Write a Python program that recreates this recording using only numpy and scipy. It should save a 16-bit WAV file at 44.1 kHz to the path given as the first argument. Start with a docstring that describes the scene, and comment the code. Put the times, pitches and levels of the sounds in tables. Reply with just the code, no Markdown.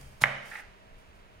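"""Over a faint hum and rumble, a blade nicks the skin of a vegetable with a soft, wet hiss.
Cells burst in a crunch as it cuts through; the edge knocks on the wooden board, whose modes ring,
and the load on the board sets the table booming. The edge is then drawn back across the wood,
slipping and catching, and fingers turn the piece. The hard kitchen walls reverberate."""
import sys
import numpy as np
from scipy import signal
from scipy.fft import rfft, irfft
from scipy.io import wavfile
from scipy.ndimage import uniform_filter1d, minimum_filter1d

SR = 44100
rng = np.random.default_rng(int(sys.argv[2]) if len(sys.argv) > 2 else 0)


def master(y):
    """Save y as 16-bit WAV."""
    cut = np.clip(np.atleast_2d(y).T, -1, 1)
    pcm = np.round(cut * 32767)  # scale
    wavfile.write(sys.argv[1], SR, pcm.astype(np.int16))


N = 61739


def from_db(db):
    """Amplitude ratio of a level in decibels."""
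    return 10 ** (np.asarray(db) / 20)


def rms_one(x):
    """Normalisation to unit rms."""
    return x / np.sqrt(np.mean(x ** 2) + 1e-20)


def at_hz(points, hz):
    """Interpolation of a table on a logarithmic frequency axis."""
    f, value = np.transpose(points)
    return np.interp(np.log(np.maximum(hz, 1)), np.log(f), value)


def colour(x, spectrum):
    """Zero-phase filtering by a spectrum, falling 12 dB per octave below its lowest point."""
    hz = np.arange(N + 1) * SR / (2 * N)
    gain = from_db(at_hz(spectrum, hz)) * np.minimum(hz / spectrum[0][0], 1) ** 2
    return irfft(rfft(x, 2 * N) * gain)[..., :N]


def pan(right_db):
    """Level difference: the right channel gains what the left loses."""
    return from_db(np.array([[-1], [1]]) * right_db)


def pair(two, correlation):
    """Partial coherence: sum and difference of two independent signals give left and right."""
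    mid = np.sqrt((1 + correlation) / 2) * two[0]
    side = np.sqrt((1 - correlation) / 2) * two[1]
    return mid + side * np.array([[1], [-1]])


def delay(x, s):
    """Propagation delay of s seconds."""
    return np.interp(np.arange(N) - s * SR, np.arange(N), x, left=0)


def strike(blows, modes, soft_hz):
    """Modal response: impulses, low-passed by a soft contact, excite damped resonators."""
    impulses, ringing = np.full(N, 1e-18), 0
    for s, db in blows:
        impulses[int(s * SR)] += from_db(db)
    force = signal.sosfilt(signal.butter(2, soft_hz, fs=SR, output="sos"), impulses)
    for hz, db, t60 in modes:
        radius = 1000 ** (-1 / (t60 * SR))
        pole_real = radius * np.cos(2 * np.pi * hz / SR)
        mode = signal.lfilter([1, -pole_real], [1, -2 * pole_real, radius ** 2], force)
        ringing = ringing - from_db(db) * mode
    return ringing


def grains(per_s, spread_db):
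    """Shot noise: two independent streams of randomly timed impulses."""
    sizes = from_db(spread_db * np.minimum(rng.exponential(1, (2, N)), 4))
    return sizes * rng.choice([-1, 1], (2, N)) * (rng.random((2, N)) < per_s / SR)


def strokes(rows, attack_s, release_s):
    """Envelope of linear rises, holds and exponential decays; the strongest stroke prevails."""
    t, envelope = np.arange(N) / SR, 0
    for start, hold, db in rows:
        rise = np.clip((t - start) / attack_s, 0, 1)
        decay = np.exp(-np.maximum(t - start - hold - attack_s, 0) / release_s)
        envelope = np.maximum(envelope, from_db(db) * rise * decay)
    return envelope


def background():
    """Broadband noise and a hum modulated in amplitude and phase, reaching the left side first."""
    # ambient noise spectrum: f/Hz, level/dB
    air_spectrum = [(20, -7.5), (32, -7.5), (50, -15), (80, -16.5), (126, -15.5), (202, -20.5), (320, -21),
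                    (450, -23), (630, -23), (850, -25.5), (1340, -27.5), (2300, -29.5), (2800, -31.5),
                    (3500, -37), (6000, -44), (10000, -48.5), (15500, -52.5)]
    # mains and motor tones: f/Hz, level/dB
    hum_tones = [(199, -67.5), (392, -73.5), (457, -69), (585, -77), (640, -70), (963, -71.5)]
    t, knot_times = np.arange(N) / SR, np.linspace(0, (N - 1) / SR, 14)
    noise = pair(rng.standard_normal((2, N)), correlation=0.41)
    ambient = from_db(-56) * rms_one(colour(noise, air_spectrum))
    for hz, db in hum_tones:
        swell, wander = [0.42 * np.interp(t, knot_times, k) for k in rng.standard_normal((2, 14))]
        tone = np.sqrt(2) * np.sin(2 * np.pi * hz * t + 2 * wander)
        ambient += from_db(db) * (1 + swell) * tone
    return np.array([ambient[0], delay(ambient[1], s=0.00045)]) * pan(right_db=0.48)


def bumps():
    """Forced vibration: the working hands rock the table, a low rumble alike on both sides."""
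    # shifts of weight: t/s, hold/s, level/dB
    shifts = [(0.0, 0.16, -53.5), (0.63, .07, -56), (0.835, .03, -57), (0.9, 0.079, -54.5),
              (1.08, 0.11, -55.5), (1.35, 0.051, -54)]
    # rumble spectrum: f/Hz, level/dB
    spectrum = [(22, -5.5), (31, -2.5), (48, -17.5), (70, -5.5), (130, -14.5), (300, -27.5), (2000, -84)]
    rumble = rms_one(colour(rng.standard_normal(N), spectrum))
    return rumble * strokes(shifts, attack_s=0.0093, release_s=0.0069)


def rub():
    """Friction noise: wet flesh slides under the fingers and along the steel, which resonates."""
    # sliding movements: t/s, rise/s, hold/s, release/s, level/dB
    slides = [(-0.03, 0.022, 0.033, 0.16, -58.5), (0.415, .06, 0.13, 0.0093, -56.5),
              (0.962, 0.031, .005, 0.048, -68), (1.13, 0.024, .02, .03, -73)]
    # blade resonances: f/Hz, bandwidth/Hz, level/dB relative to the hiss
    blade_modes = [(3150, 130, 5), (4700, 160, 8), (5100, 130, -0.5), (6680, 152, 4), (8540, 270, -2)]
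    # friction spectrum: f/Hz, level/dB
    spectrum = [(500, 7), (2500, 1.5), (3800, -7.5), (4800, -6.5), (5700, 0), (6800, -7), (8700, -2.5),
                (12000, -5), (15000, -10.5)]
    slips = pair(grains(per_s=2300, spread_db=0.5), correlation=0.12)
    ringing = sum(from_db(db) * signal.lfilter(*signal.iirpeak(hz, hz / width, fs=SR), slips)
                  for hz, width, db in blade_modes)
    pressure = sum(strokes([(s, hold, db)], rise, release) for s, rise, hold, release, db in slides)
    return rms_one(colour(slips + ringing, spectrum)) * pressure * pan(right_db=1)


def thump():
    """Structure-borne sound: the blade's load passes through the board to the table's low modes."""
    # pushes of the board on the table: t/s, level/dB
    pushes = [(0.004, -13.5), (0.2205, 2.5), (0.2385, -10.5)]
    # table modes: f/Hz, level/dB, T60/s
    table_modes = [(35, -48, .3), (70, -49.5, 0.48), (114, -46, 0.53), (136.3, -32, 0.597),
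                   (199.6, -45.5, 1), (232.4, -44.5, 0.78), (276, -53.5, .4)]
    return strike(pushes, table_modes, soft_hz=242)


def crunch():
    """Acoustic emission from fracture: plant cells burst in quick succession under the blade."""
    # spells of bursting: t/s, hold/s, level/dB
    fractures = [(0.0095, 0.0026, -52), (0.205, .005, -53), (0.211, .004, -40), (0.215, 0.0057, -32),
                 (0.224, 0.0036, -42), (0.230, 0.0089, -38.5)]
    # spectrum of a burst: f/Hz, level/dB
    spectrum = [(600, -8.5), (780, -4), (1500, -7), (2200, -13.5), (3800, -10.5), (4800, -11.5),
                (7000, -13), (10300, -13), (15000, -23.5)]
    bursts = pair(grains(per_s=9000, spread_db=1.5), correlation=0.55)
    envelope = strokes(fractures, attack_s=0.003, release_s=0.00067)
    return rms_one(colour(bursts, spectrum)) * envelope * pan(right_db=1.4)


def board(contacts, low_hz=550, high_hz=3280):
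    """Free vibration of the struck board and blade, limited to the band that the board radiates."""
    # modes of board and blade: f/Hz, level/dB, T60/s
    modes = [(648, -13, 0.0033), (1727, -3, 0.0078), (2020, -2.5, 0.0071), (2670, -8.5, 0.01014)]
    ringing = strike(contacts, modes, soft_hz=4000)
    ringing = signal.sosfilt(signal.butter(2, low_hz, "high", fs=SR, output="sos"), ringing)
    return signal.sosfilt(signal.butter(8, high_hz, fs=SR, output="sos"), ringing)


def knock():
    """Impact sound with early reflections: the edge hits the board and later catches on it."""
    # the edge lands twice, a sharp first tap, then a louder, duller knock
    # made of two merged impulses: t/s, level/dB
    landings = [(0.23781, -5.4), (0.23864, 0), (0.2388, 0)]
    # the edge catches in the wood and skips free: t/s, level/dB
    catches = [(0.5343, -45), (0.5552, -60), (0.5577, -53)]
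    # reflections from near surfaces: delay/s, left gain, right gain
    echoes = [(.0037, -0.12, 0.26), (.0088, 0.12, 0.05), (0.0172, .09, .04), (.0195, .03, .09)]
    hit = from_db(-0.34) * board(landings) + board(catches)
    direct = np.array([delay(hit, s=0.00003), hit]) * pan(right_db=1)
    return direct + sum(delay(hit, s) * np.array([[left], [right]]) for s, left, right in echoes)


def drag():
    """Stick-slip friction: small slips of the returning edge excite the board's resonances."""
    # scrapes across the wood: t/s, hold/s, level/dB
    scrapes = [(0.512, 0.01, -45), (0.531, 0.024, -44), (0.5525, 0.0053, -38.5), (0.566, 0.036, -44.5),
               (0.615, 0.023, -52)]
    # response of the scraped board: f/Hz, level/dB
    spectrum = [(300, -18), (570, -45), (680, -18), (830, -6.5), (1060, -24.5), (1350, -7), (1700, -5),
                (1960, -0.5), (2250, -7.5), (2900, -23.5), (4000, -27.5), (12000, -52)]
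    slips = pair(grains(per_s=9000, spread_db=0), correlation=0.69)
    envelope = strokes(scrapes, attack_s=0.0015, release_s=0.011)
    return rms_one(colour(slips, spectrum)) * envelope * pan(right_db=0.7)


def kitchen(x, build_s=0.0017):
    """Reverberation: a diffuse field decays exponentially in each band, fastest in the top treble."""
    # reverberation times: f/Hz, T60/s
    decay_times = [(150, 0.97), (600, 0.78), (2000, 0.71), (5000, 0.97), (14000, 0.3)]
    # colour of the diffuse field: f/Hz, level/dB
    spectrum = [(100, 1.5), (270, -3.5), (420, -9.5), (590, 1.5), (800, -9.5), (1100, -13), (1700, -14),
                (2150, -15.5), (2650, -8), (3150, -9.5), (3700, -9.5), (5000, -6.5), (9000, -13.5),
                (15000, -12)]
    t, hz = np.arange(N) / SR, np.arange(N // 2 + 1) * SR / N
    white = rfft(pair(rng.standard_normal((2, N)), correlation=0.19))
    build_up = 1 - np.exp(-t / build_s)
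    edges_hz, tail = np.geomspace(60, 18000, 13), 0
    for low, high in zip(edges_hz, edges_hz[1:]):
        band = irfft(white * ((hz >= low) & (hz < high)), N)
        t60 = at_hz(decay_times, np.sqrt(low * high))
        envelope = build_up * 1000 ** (-t / t60)
        tail = tail + band * envelope / np.linalg.norm(envelope)
    wet = signal.fftconvolve(x.mean(axis=0)[None], colour(tail, spectrum), axes=1)[:, :N]
    return wet * from_db(2.5) * pan(right_db=0.8)


def scene():
    """Superposition of the cut, its reverberation, the table's vibration and the background."""
    cut = knock() + crunch() + rub() + drag()
    return cut + kitchen(cut) + thump() + background() + bumps()


def record(dry, ceiling=0.97, limiter_s=0.0015, cutoff_hz=16000):
    """Transduction: each microphone port colours the sound; a peak limiter and steep low-pass follow."""
    # responses of the two ports: f/Hz, level/dB
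    left_port = [(10, 5.4), (200, -3), (700, -1.5), (2400, 0.5), (3600, 3), (4500, 1.5), (5600, 1),
                 (7600, 1), (8800, 2.5), (10200, -6), (13500, -3.5), (15500, -11.5)]
    right_port = [(10, 5), (200, -5.5), (700, 1.5), (2300, 3), (3900, 1), (5600, 0), (6800, 2), (8500, -1),
                  (10700, 4), (14200, -1), (15300, 5)]
    heard = np.array([colour(dry[0], left_port), colour(dry[1], right_port)])
    window = int(limiter_s * SR)
    safe_gain = ceiling / np.maximum(np.abs(heard).max(axis=0), ceiling)
    smooth_gain = uniform_filter1d(minimum_filter1d(safe_gain, window), window)
    return signal.sosfiltfilt(signal.butter(20, cutoff_hz, fs=SR, output="sos"), heard * smooth_gain)


dry = scene()
out = record(dry)
master(out)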